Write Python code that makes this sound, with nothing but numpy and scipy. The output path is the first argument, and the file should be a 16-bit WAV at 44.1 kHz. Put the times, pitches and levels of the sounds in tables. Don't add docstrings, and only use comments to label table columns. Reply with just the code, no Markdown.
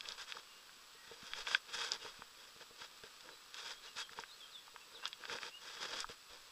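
import sys
import numpy as np
from scipy import signal
from scipy.fft import rfft, irfft, next_fast_len
from scipy.io import wavfile
from scipy.ndimage import map_coordinates

SR = 44100
rng = np.random.default_rng(int(sys.argv[2]) if len(sys.argv) > 2 else 0)


def output_pcm(signal):
    pcm = np.clip(np.atleast_2d(signal).T, -1, 1) * 32767
    wavfile.write(sys.argv[1], SR, np.round(pcm).astype(np.int16))


N = 287091

# f/Hz, level/dB
WHINE_PARTIALS = [(7777, -86), (7837, -75), (7867, -84), (7897, -79.5), (7957, -92.5), (11090, -84)]
# f/Hz, level/dB
RIVER_EQ = [(20, -5), (60, -13), (150, -9.5), (330, -7), (480, -5.5), (720, -8), (1200, 3.5), (2100, -5),
            (2600, 0.5), (3000, -2), (3400, 1), (4200, -1), (4900, 1), (6500, -9), (7600, -6.5),
            (9000, -17), (15000, -33)]
# f/Hz, level/dB
AIR_EQ = [(12, 0.5), (35, -10.5), (90, -24.5), (300, -35), (1000, -100)]
# middle t/s, length/s, level/dB
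AIR_PUFFS = [(0.124, 0.26, -68.5), (1.376, 0.195, -63), (1.758, .1, -74), (2.15, 0.5, -75),
             (3.8, 0.22, -72), (5.945, 0.051, -63), (6.073, .14, -61), (6.36, .2, -74.5)]
# start t/s, length/s, start f/Hz, end f/Hz, level/dB
BIRD_NOTES = [(.46, 0.147, 2900, 2806, -69), (0.922, 0.202, 1776, 1905, -69),
              (1.997, 0.04, 2910, 2821, -62), (3.312, 0.048, 4050, 3950, -65),
              (3.742, .06, 3186, 3310, -63), (3.83, .036, 4150, 3800, -63),
              (3.866, 0.059, 3070, 2710, -63.5), (4.007, 0.059, 3400, 3190, -56.5),
              (4.276, 0.0505, 4067, 3680, -62), (4.305, .06, 3750, 4380, -63),
              (4.403, 0.063, 3600, 3170, -58), (4.518, 0.087, 4400, 3334, -57.5),
              (4.808, 0.0355, 2680, 2680, -62), (4.946, 0.043, 4250, 3230, -57),
              (5.015, 0.078, 2600, 2870, -57.5), (5.459, 0.034, 3624, 3200, -59.5),
              (5.513, 0.077, 2660, 2890, -57.5)]
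# f/Hz, width/Hz, level/dB
HOUSING_PEAKS = [(472, 55, -1), (919, 93, 1), (1272, 460, -2), (1594, 166, 0), (2588, 310, -4),
                 (3339, 104, 3.5), (3670, 290, -2.5), (4900, 530, -0.5), (5720, 740, -10.5),
                 (6960, 540, -12.5), (7900, 250, -11.5)]
# f/Hz, level/dB, t60/s
GROUND_MODES = [(101.2, -6, 0.041), (172, 2.5, 0.03), (233, 0.5, 0.031)]
# f/Hz, level/dB, t60/s
HOLLOW_MODES = [(467.6, -3, 0.049), (586.7, -8.5, 0.028), (918, -15, 0.042)]
# t/s, thud level/dB, hollow ring level/dB
FOOTFALLS = [(.948, -69, -53.5), (1.076, -56, -70), (1.113, -49.5, -39.5), (1.23, -45.5, -62),
             (1.753, -54, -54), (2.048, -50, -41.5), (2.192, -47, -55), (2.22, -53, -49), (2.562, -53, -52),
             (2.707, -53, -49), (2.817, -51, -53), (3.036, -49, -41), (3.962, -52, -57), (4.112, -55, -54),
             (4.189, -47, -41), (4.742, -62, -51), (5.308, -49, -58.5), (5.346, -48, -42),
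             (5.432, -52, -66), (6.096, -43.5, -40)]
# t/s, level/dB, f/Hz, spread round that pitch/octaves
PEBBLE_HITS = [(.008, -27.5, 3200, 0.68), (0.057, -35.5, 2690, 0.35), (.088, -25.5, 4560, 0.7),
               (.107, -38, 1700, .8), (.1208, -31.5, 4400, 0.31), (0.3227, -25.5, 2490, 0.7),
               (0.3694, -36.5, 1110, 0.45), (.694, -45.5, 1490, 0.63), (1.268, -36, 6000, .9),
               (1.3351, -24, 2240, 0.63), (1.47, -26, 2400, .5), (1.474, -28, 1500, .95),
               (1.514, -34, 1190, 0.66), (1.548, -12.5, 2290, 0.6), (1.5492, -20, 1530, 0.31),
               (1.919, -17.5, 5200, 0.38), (1.935, -27, 4900, 0.62), (2.0624, -39, 1000, 0.43),
               (2.2209, -36.5, 1140, .7), (2.8198, -39, 1400, 0.92), (3.037, -36.5, 2100, 1.1),
               (3.208, -39, 5000, 1.5), (3.29, -40.5, 1510, 0.74), (3.544, -31, 5000, 1.3),
               (3.9698, -33, 3480, .9), (4.0937, -44.5, 1710, 0.26), (4.133, -40, 1610, 1.1),
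               (4.1883, -31.5, 1180, 0.63), (4.2, -35, 6870, 0.49), (4.237, -34.5, 1830, 0.49),
               (4.68, -47.5, 900, 0.52), (4.7617, -38, 1310, .8), (5.028, -43, 1300, 0.43),
               (5.0374, -37.5, 1200, .7), (5.0553, -23, 3600, 0.43), (5.0553, -33.5, 1260, 0.3),
               (5.0663, -30.5, 2150, 0.66), (5.0785, -31, 8200, 0.58), (5.13, -29.5, 2933, 0.51),
               (5.238, -38.5, 1600, 0.48), (5.254, -31, 1992, 0.86), (5.2977, -33, 1600, 0.48),
               (5.3864, -33.5, 1770, .55), (5.432, -29.5, 1750, 0.66), (5.8414, -33, 2200, 0.79),
               (6.0048, -25.5, 7200, 0.4), (6.044, -31, 1220, 0.38), (6.091, -35.5, 2400, 1.5)]
# f/Hz, level/dB
GRAVEL_EQ = [(60, -9), (200, -1), (580, 2.5), (750, -7), (900, -3.5), (1400, 1.5), (2050, 3), (3400, 1),
             (4200, 0), (5200, -1), (8000, -3.5), (11000, -3.5), (15000, -21)]
# middle t/s, length/s, level/dB, weight/dB (the lows, relative to that level)
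SOLE_DRAGS = [(0.092, 0.17, -53.5, -11), (.211, 0.088, -49.5, -20.5), (0.301, 0.0894, -54.5, -25.5),
              (0.372, 0.092, -55.5, -7.5), (1.122, 0.21, -59.5, -11.5), (1.267, 0.2, -56, -15.5),
              (1.393, .12, -48, -14.5), (1.517, 0.15, -44, -17), (1.717, .1, -54, -10),
              (1.743, 0.041, -44, -27), (1.823, 0.2, -43.5, -17), (1.933, 0.089, -46.5, -10),
              (2.056, 0.15, -52.5, -11), (2.18, .19, -62.5, -16), (2.432, 0.18, -61.5, -9.5),
              (2.618, 0.067, -58.5, -5), (2.826, .1, -52.5, -13.5), (3.061, 0.064, -60.5, -7),
              (3.291, .14, -61.5, -0.5), (3.597, 0.14, -51, -16.5), (3.69, .135, -48.5, -16.5),
              (3.864, 0.088, -54, -14), (3.997, 0.088, -45, -22.5), (4.122, .045, -58, -13),
              (4.196, 0.094, -54.5, -7), (4.955, 0.22, -64.5, -3.5), (5.061, 0.08, -54, -12.5),
              (5.238, 0.12, -57, -6.5), (5.334, 0.13, -46, -7), (5.454, 0.12, -48.5, -11),
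              (5.67, 0.16, -53, -13), (5.76, 0.1233, -52.5, -14), (5.837, .1, -45.5, -9.5),
              (5.941, 0.16, -46, -9), (6.002, 0.0834, -45.5, -18), (6.111, 0.057, -51.5, -13),
              (6.335, 0.11, -57.5, -8)]


def amp(db):
    return 10 ** (np.asarray(db) / 20)


def unit(x):
    return x / np.sqrt(np.mean(x ** 2) + 1e-20)


def eq(points):
    f, db = np.transpose(points)
    return lambda hz: amp(np.interp(np.log(hz + 1), np.log(f + 1), db))


def wobble(rate):
    knots = rng.standard_normal(int(N * rate / SR) + 4)
    return map_coordinates(knots, [np.arange(N) * rate / SR])


def filtered(x, response):
    size = next_fast_len(N + SR // 2)
    return irfft(rfft(x, size) * response(np.fft.rfftfreq(size, 1 / SR)), size)[..., :N]


def ring(response, size=4096):
    cepstrum = irfft(np.log(np.maximum(response(np.fft.rfftfreq(size, 1 / SR)), 1e-6)))
    cepstrum[1:size // 2] *= 2
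    cepstrum[size // 2 + 1:] = 0
    return irfft(np.exp(rfft(cepstrum)))


def add(track, s, sound):
    part = track[max(round(s * SR), 0):][:len(sound)]
    part += sound[:len(part)]


def swell(middle, length):
    gain = np.zeros(N)
    add(gain, middle - length / 2, np.sin(np.linspace(0, np.pi, int(length * SR))))
    return gain


def grains(rate, spread_db, hiss):
    ticks = (rng.random(N) < rate / SR) * rng.standard_normal(N)
    ticks *= amp(spread_db * rng.standard_normal(N).clip(-2, 2))
    return unit(unit(ticks) + hiss * rng.standard_normal(N))


def housing(hz):
    return np.sqrt(sum(amp(db) ** 2 / (1 + (2 * (hz - centre) / width) ** 2)
                       for centre, width, db in HOUSING_PEAKS))


def electronics():
    t = np.arange(N) / SR
    whine = sum(np.sqrt(2) * amp(db) * np.sin(2 * np.pi * (hz * t + rng.random()))
                for hz, db in WHINE_PARTIALS)
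    hiss = filtered(rng.standard_normal((2, N)), eq([(5000, -37), (8500, -1.0), (15000, 6.5)]))
    return amp(-1.0) * whine + amp(-77.5) * hiss + amp(-70.5) * rng.standard_normal(N)


def breeze(lull_db=-82.5):
    rumble = unit(filtered(rng.standard_normal(N), eq(AIR_EQ)))
    puffs = amp(lull_db) + sum(amp(db) * swell(s, length) for s, length, db in AIR_PUFFS)
    return puffs * amp(1.9 * wobble(29)) * rumble


def river():
    wash = unit(filtered(grains(rate=1500, spread_db=4.5, hiss=1.64), eq(RIVER_EQ)))
    return amp(-61.0 + 0.28 * wobble(5.1)) * wash


def bird(slur_s=.026, warble_hz=40, flutter_db=2.5, echo_db=-9, echo_t60=.35):
    track, waver = np.zeros(N), wobble(260)
    for s, length, start_hz, end_hz, db in BIRD_NOTES:
        progress = np.linspace(0, 1, int(length * SR))
        slur = np.expm1(-progress * length / slur_s) / np.expm1(-length / slur_s)
        pitch = start_hz + (end_hz - start_hz) * slur + warble_hz * waver[int(s * SR):][:len(slur)]
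        envelope = amp(db + 3.5) * np.abs(np.sin(np.pi * progress)) ** 0.37
        add(track, s, envelope * np.sin(2 * np.pi * np.cumsum(pitch) / SR))
    track *= amp(flutter_db * wobble(110))
    t = np.arange(SR // 2) / SR
    trees = rng.standard_normal(len(t)) * amp(-60 * t / echo_t60)
    return track + amp(echo_db) * signal.fftconvolve(track, trees / np.linalg.norm(trees))[:N]


def footfalls(attack_s=0.0018, detune=0.028):
    track, t = np.zeros(N), np.arange(SR // 10) / SR

    def struck(modes):
        return sum(amp(db - 60 * t / t60) * np.sin(2 * np.pi * hz * rng.normal(1, detune) * t)
                   for hz, db, t60 in modes)

    for s, thud_db, ring_db in FOOTFALLS:
        thud = amp(thud_db - 5.5) * struck(GROUND_MODES)
        hollow = amp(ring_db + 1.0) * struck(HOLLOW_MODES)
        add(track, s, (thud + hollow) * (1 - np.exp(-t / attack_s)))
    return track


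def loose_pebbles(per_s=22, most=8, lift_db=8.5, scatter_db=2.5, centre_hz=3400, spread_octaves=0.54):
    pebbles = []
    for s, length, db, _ in SOLE_DRAGS:
        for chance, place, strength, tone in rng.uniform(-1, 1, (most, 4)):
            if abs(chance) < per_s * length / most:
                push_db = 20 * np.log10(np.cos(np.pi * place / 3))
                hit_db = db + push_db + lift_db + scatter_db * strength
                pitch_hz = centre_hz * 2 ** (.9 * tone)
                pebbles.append((s + length * place / 3, hit_db, pitch_hz, spread_octaves))
    return pebbles


def contact(pitch_hz, octaves, skirt_db=-29.5):
    hump = lambda hz: np.exp(-.5 * (np.log2((hz + 1) / pitch_hz) / octaves) ** 2) + amp(skirt_db)
    blow = ring(lambda hz: hump(hz) * housing(hz))
    return blow / np.abs(blow).max()


def pebble_clacks(chatter=0.067, chatter_t60=0.025, usual_hit_db=-34):
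    track, t = np.zeros(N), np.arange(SR // 20) / SR
    for s, db, pitch_hz, octaves in PEBBLE_HITS + loose_pebbles():
        blow = contact(pitch_hz, octaves)
        chatter_db = -.15 * (db - usual_hit_db)
        touches = chatter * rng.standard_normal(len(t)) * amp(chatter_db - 60 * t / chatter_t60)
        touches[0] = 1
        rattle = signal.fftconvolve(touches, blow)
        rattle *= np.linalg.norm(blow) / np.linalg.norm(rattle)
        add(track, s, amp(db + 1.28) * rattle)
    return track


def drag_colour(weight_db, length, usual_weight_db=-14, usual_length_s=0.13):
    fizz_db = -18 - .33 * weight_db
    rasp_db = -6 + np.log2(length / usual_length_s) - 0.2 * (weight_db - usual_weight_db)
    return amp([-1, weight_db, fizz_db, rasp_db]) ** 2


def gravel_scrapes(body_hz=750, fizz_hz=6000, rasp_hz=3470, rasp_width_hz=560, fidget_db=-70.5):
    power = np.zeros((4, N))
    for s, length, db, weight_db in SOLE_DRAGS:
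        stroke = amp(db) * swell(s, length)
        moving = stroke > 0
        power[:, moving] += np.outer(drag_colour(weight_db, length), stroke[moving] ** 2)
    fidget = amp(fidget_db + wobble(11))
    power += np.outer(drag_colour(weight_db=-11, length=0.13), fidget ** 2)

    body = lambda hz: 1 / np.sqrt(1 + (hz / body_hz) ** 10)
    fizz = lambda hz: 1 / np.sqrt(1 + (fizz_hz / (hz + 1)) ** 20)
    rasp = lambda hz: 1 / np.sqrt(1 + (2 * (hz - rasp_hz) / rasp_width_hz) ** 10)
    mids = lambda hz: np.sqrt(np.abs(1 - body(hz) ** 2 - fizz(hz) ** 2 - rasp(hz) ** 2))

    slips = grains(rate=5000, spread_db=1.5, hiss=0.615)
    slips *= amp(0.98 * wobble(110))
    stone_ring = ring(lambda hz: housing(hz) * eq(GRAVEL_EQ)(hz))
    crunch = signal.fftconvolve(slips, stone_ring)[:N]
    bands = [unit(filtered(crunch, band) * amp(1.07 * wobble(120))) for band in (mids, body, fizz, rasp)]
    return np.sum(np.sqrt(power) * bands, axis=0)


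def scene():
    feet = gravel_scrapes() + pebble_clacks() + footfalls()
    return feet + bird() + river() + breeze() + electronics()


def record(dry, top_hz=15300):
    return filtered(dry, lambda hz: hz < top_hz)


dry = scene()
out = record(dry)
output_pcm(out)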